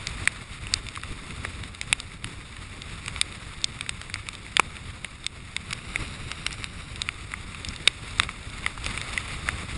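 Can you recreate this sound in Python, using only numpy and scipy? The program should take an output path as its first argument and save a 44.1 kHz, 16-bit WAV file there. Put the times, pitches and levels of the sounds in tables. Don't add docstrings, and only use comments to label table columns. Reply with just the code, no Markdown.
import sys
import numpy as np
from scipy import signal
from scipy.fft import rfft, irfft
from scipy.io import wavfile
from scipy.ndimage import map_coordinates

SR = 44100
rng = np.random.default_rng(int(sys.argv[2]) if len(sys.argv) > 2 else 0)


def unload_audio(sound):
    columns = np.transpose(np.atleast_2d(sound))
    steps = np.round(np.clip(columns, -1, 1) * 32767)
    wavfile.write(sys.argv[1], SR, steps.astype(np.int16))


N = 430857
TIME = np.arange(N) / SR

# (time [s], wind level [dB], surf and spray level [dB])
STORM_SWELL = [(0.0, -37, -40), (0.45, -42.5, -45), (1.0, -41, -45.5), (1.5, -38, -42.5),
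               (2.05, -42.5, -46.5), (2.65, -43.5, -46), (3.05, -39.5, -42.5), (3.5, -42.5, -45.0),
               (4.4, -43.5, -46.5), (4.8, -41.0, -44.5), (5.25, -46, -49.5), (5.95, -38.5, -42.0),
               (6.5, -41, -43.0), (7.1, -41, -45.0), (7.7, -42.0, -44.0), (8.6, -38.5, -41),
               (9.15, -40.0, -38), (9.77, -36, -40.0)]
# (mid time [s], length [s], wind change [dB], surf and spray change [dB])
GUSTS_AND_LULLS = [(0.224, 0.058, 5, 4), (0.74, 0.15, 4, 4), (1.118, 0.037, 7.5, 4.5),
                   (1.764, 0.16, -6.5, -4), (1.91, 0.059, 3, 2.5), (2.21, 0.086, -4.5, -7),
                   (2.275, 0.14, 5, 4), (6.018, 0.066, 5.5, 6), (7.696, 0.058, 9, 4.5),
                   (8.206, .08, 5, 3.5), (8.433, 0.27, -3, -2.5), (8.79, 0.19, -3.5, -5),
                   (8.88, 0.13, 7, 6)]
# (frequency [Hz], relative level [dB])
WIND_SPECTRUM = [(8, -14), (22, -2), (40, 0), (65, 0), (92, 0.5), (140, -5), (200, -9.5), (300, -15),
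                 (500, -24.5), (1000, -58)]
# (frequency [Hz], relative level [dB])
SURF_SPECTRUM = [(100, -16), (250, -0.5), (400, -0.5), (600, -2), (800, -4), (1100, -13), (1800, -4.5),
                 (4000, -55)]
# (centre [Hz], full width at half gain [Hz], relative level [dB])
CASE_RESONANCES = [(1226, 573, 8), (2200, 840, 9), (2704, 590, 3.5), (3644, 570, 6.5), (4650, 1050, -4),
                   (6100, 9500, -4.5), (8345, 190, 1.5), (9690, 590, -2.5), (10840, 80, -13)]
# (time [s], factor on their pitch [1])
WET_PORT_PITCH = [(0, .998), (5.62, .999), (5.9, 1.029), (6.8, 1.031), (7.1, .997), (9.77, .996)]
# (time [s], level over 10 ms [dB], pitch of the blow [Hz], its sharpness Q [1], relative thud level [dB])
LARGE_DROPS = [(0.0704, -26.5, 5330, 0.88, -33.5), (0.2751, -15, 2340, 1.23, -14.5),
               (0.6692, -34.5, 2430, 2.5, -9), (0.7388, -17.5, 5400, 1, -35), (0.887, -34, 5060, 0.38, -29),
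               (0.9742, -33.5, 1130, 2.1, -20), (1.035, -33.5, 1730, 1.4, -31),
               (1.4503, -27, 1800, 1.7, -2), (1.637, -36, 5400, .25, -19), (1.8137, -27.5, 4930, 0.54, -9),
               (1.928, -14, 3020, 2.6, -12), (2.0014, -31.5, 4880, 0.54, -30),
               (2.2441, -30.5, 2170, 0.85, -19), (3.081, -28.5, 4310, 0.24, -8),
               (3.162, -33, 1900, 0.32, -23), (3.2137, -17, 3770, 0.95, -34),
               (3.6431, -19, 5670, 2.2, -20.5), (3.8098, -28, 2740, 0.86, -22),
               (3.8932, -25, 4100, .4, -33), (4.0151, -35.5, 2800, 0.58, -5), (4.1413, -27, 5000, .5, -34),
               (4.158, -33.5, 1600, 1.2, -5), (4.2878, -30, 4520, 0.19, -23), (4.352, -38.5, 4000, .4, -20),
               (4.5684, -16.5, 2560, 1, -22), (4.5961, -17.5, 1200, 1.7, -2.5),
               (4.597, -13, 2300, 3.3, -4.5), (5.0463, -29, 2160, 1.6, -11), (5.2653, -24, 5400, 0.91, -40),
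               (5.5653, -24.2, 3850, 0.34, -34), (5.7286, -29, 2200, 0.63, -20),
               (5.732, -29, 4660, 0.89, -30), (5.959, -22, 2180, 2.2, -15.5),
               (6.3162, -29.5, 4520, 0.43, -20), (6.4651, -22.5, 5040, 0.41, -22),
               (6.5285, -36, 5360, 1.4, -22), (6.6424, -29, 5340, 0.37, -22), (7.0182, -24, 5100, 1, -44),
               (7.0892, -23.5, 2080, 0.53, -27), (7.3386, -28, 1480, 1.1, -29),
               (7.648, -31.5, 4070, 0.56, -24), (7.6871, -33, 5800, 2.3, -25),
               (7.8752, -12.5, 3800, 0.47, -6.5), (7.8769, -14.5, 3960, 0.94, -22),
               (8.1989, -14, 2650, 0.59, -17), (8.234, -28, 2280, 0.43, -9), (8.291, -30, 1860, .8, -23),
               (8.664, -20.5, 1870, 0.74, -16), (8.777, -38, 800, 1.4, -5), (8.864, -27.5, 4850, 0.28, -13),
               (8.9762, -28.5, 2250, 1.3, -26), (9.015, -31, 4670, 0.46, -30),
               (9.1767, -22, 2050, 2.8, -28), (9.4883, -20.5, 1540, 1.24, -10)]
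# (pitch of the blow [Hz], relative snap level [dB])
SNAP_BY_PITCH = [(1150, -10), (2200, -1.5), (3800, 0.5), (4900, -21), (5600, -35)]

NOTCH_HZ, NOTCH_WIDTH_HZ, NOTCH_DEPTH = 6028, 480, 0.97
SMALL_PER_S, SMALL_PITCH_HZ, SMALL_DB = 3.0, (1610, 5500), (-47.5, -35)
FORERUNNER_SHARE, FORERUNNER_S = 0.3, 0.02
BAND_LIMIT_HZ = 11000


def gain_of(db):
    return 10 ** (np.asarray(db) / 20)


def evened(x):
    return x / np.sqrt(np.mean(x ** 2) + 1e-20)


def curve(rows, s, axis=1):
    columns = np.transpose(rows)
    return np.interp(s, columns[0], columns[axis])


def filtered_noise(gain):
    white = rng.standard_normal(N)
    return evened(irfft(rfft(white) * gain, N))


def coloured(spectrum):
    hz, db = np.transpose(spectrum)
    log_hz = np.log(np.fft.rfftfreq(N, 1 / SR) + 1)
    return filtered_noise(gain_of(np.interp(log_hz, np.log(hz), db)))


def wander(top_hz):
    hz = np.fft.rfftfreq(N, 1 / SR)
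    return filtered_noise(hz / (hz + 4) / (1 + (hz / top_hz) ** 2))


def gusts(axis):
    return sum(row[axis] * np.exp(-(2 * (TIME - row[0]) / row[1]) ** 2) for row in GUSTS_AND_LULLS)


def wind(eddies_db, level_db=0.25, buffet_db=1.68):
    swell_db = curve(STORM_SWELL, TIME, axis=1) + gusts(axis=2) + eddies_db
    buffeting_db = buffet_db * wander(top_hz=23)
    return coloured(WIND_SPECTRUM) * gain_of(swell_db + level_db + buffeting_db)


def surf(surge_db, level_db=-11.0, churn_db=2.0):
    churning_db = churn_db * wander(top_hz=7.6)
    return coloured(SURF_SPECTRUM) * gain_of(surge_db + level_db + churning_db)


def bins(size=4096):
    return np.fft.rfftfreq(size, 1 / SR)


def housing(hz):
    power = 0
    for centre_hz, width_hz, db in CASE_RESONANCES:
        power = power + gain_of(db) ** 2 / (1 + (2 * (hz - centre_hz) / width_hz) ** 2) ** 2
    notch = 1 - NOTCH_DEPTH * np.exp(-((hz - NOTCH_HZ) / NOTCH_WIDTH_HZ) ** 2)
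    return np.sqrt(power) * notch


def causal(gain, size=1024):
    both_sides = np.r_[gain, gain[-2:0:-1]]
    log_gain = np.log(np.maximum(both_sides / gain.max(), 1e-5))
    spectrum = np.exp(np.conj(signal.hilbert(log_gain)))
    return np.fft.ifft(spectrum).real[:size]


def patter(median_per_s=110, spread_db=2.0, bunching=0.8):
    chance = median_per_s / SR * np.exp(bunching * wander(top_hz=23.2))
    out = np.zeros(N)
    for band_hz in [(500, 2000), (1700, 3600), (3000, 11000), (900, 11000)]:
        size_db = spread_db * np.minimum(rng.exponential(1, N), 4)
        sizes = gain_of(size_db) * rng.choice([-1, 1], N)
        strikes = sizes * (rng.random(N) < chance)
        colour = signal.butter(2, band_hz, "bandpass", fs=SR, output="sos")
        out += signal.sosfilt(colour, strikes + 1e-12)
    return evened(out)


def spray(surge_db, hiss_db=-0.96, patter_db=-8.5):
    drive = gain_of(hiss_db) * rng.standard_normal(N) + gain_of(patter_db) * patter()
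    ring = causal(housing(bins()))
    inside = signal.oaconvolve(drive, ring / np.linalg.norm(ring))[:N]
    position = np.cumsum(curve(WET_PORT_PITCH, TIME))
    inside = map_coordinates(inside, [position], order=3, mode="mirror")
    return inside * gain_of(surge_db)


def drop(s, level_db, pitch_hz, q, thud_db, thud_hz=720, thud_q=0.73, splash=0.22, size=1024):
    hz = bins() + 1
    blow = 1 / (1 + (q * (hz / pitch_hz - pitch_hz / hz)) ** 2)
    purity_cut = np.hypot(1, q / 1.5)
    snap = gain_of(curve(SNAP_BY_PITCH, pitch_hz)) * (hz / 9000) ** 2 / purity_cut
    thud = gain_of(thud_db) / (1 + (thud_q * (hz / thud_hz - thud_hz / hz)) ** 2) ** 0.82
    softness = 1 / np.sqrt(1 + (hz / 10100) ** 40)
    shell = housing(hz / curve(WET_PORT_PITCH, s)) * np.hypot(blow, snap)
    ring = causal(np.hypot(shell, thud) * softness)
    spatter_s = 0.0013
    force = splash * rng.standard_normal(size) * np.exp(-np.arange(size) / SR / spatter_s)
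    force[0] = 1
    tick = signal.fftconvolve(force, ring)[:size]
    unit_level = np.sqrt(SR / 100 / np.sum(tick ** 2))
    return gain_of(level_db) * tick * unit_level


def add(mix, s, sound):
    part = mix[max(round(s * SR), 0):][:len(sound)]
    part += sound[:len(part)]


def drops(level_db=0.07):
    out = np.zeros(N)
    for row in LARGE_DROPS:
        add(out, row[0], drop(*row))
    return gain_of(level_db) * out


def small_drops(q=1.0, thud_db=-18):
    led = rng.random(len(LARGE_DROPS)) < FORERUNNER_SHARE
    ahead = np.transpose(LARGE_DROPS)[0][led] - FORERUNNER_S
    slots = np.arange(int(SMALL_PER_S * N / SR))
    scattered = (slots + rng.random(len(slots))) / SMALL_PER_S
    times = np.r_[ahead, scattered]
    out = np.zeros(N)
    for s, (size, pitch) in zip(times, rng.random((len(times), 2))):
        level_db = np.interp(size, [0, 1], SMALL_DB)
        pitch_hz = np.exp(np.interp(pitch, [0, 1], np.log(SMALL_PITCH_HZ)))
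        add(out, s, drop(s, level_db, pitch_hz, q, thud_db))
    return out


def scene(eddy_db=0.97, flurry_db=0.89):
    eddies_db = eddy_db * wander(top_hz=15.5)
    flurries_db = flurry_db * wander(top_hz=21.3)
    surge_db = curve(STORM_SWELL, TIME, axis=2) + gusts(axis=3) + eddies_db + flurries_db
    mix = wind(eddies_db) + surf(surge_db) + spray(surge_db) + drops() + small_drops()
    return np.tile(mix, (2, 1))


def record(dry):
    clipped = np.clip(dry, -0.9, 0.9)
    low_pass = signal.firwin(401, BAND_LIMIT_HZ, window=("kaiser", 8), fs=SR)
    return signal.oaconvolve(clipped, low_pass[None], "same")


dry = scene()
out = record(dry)
unload_audio(out)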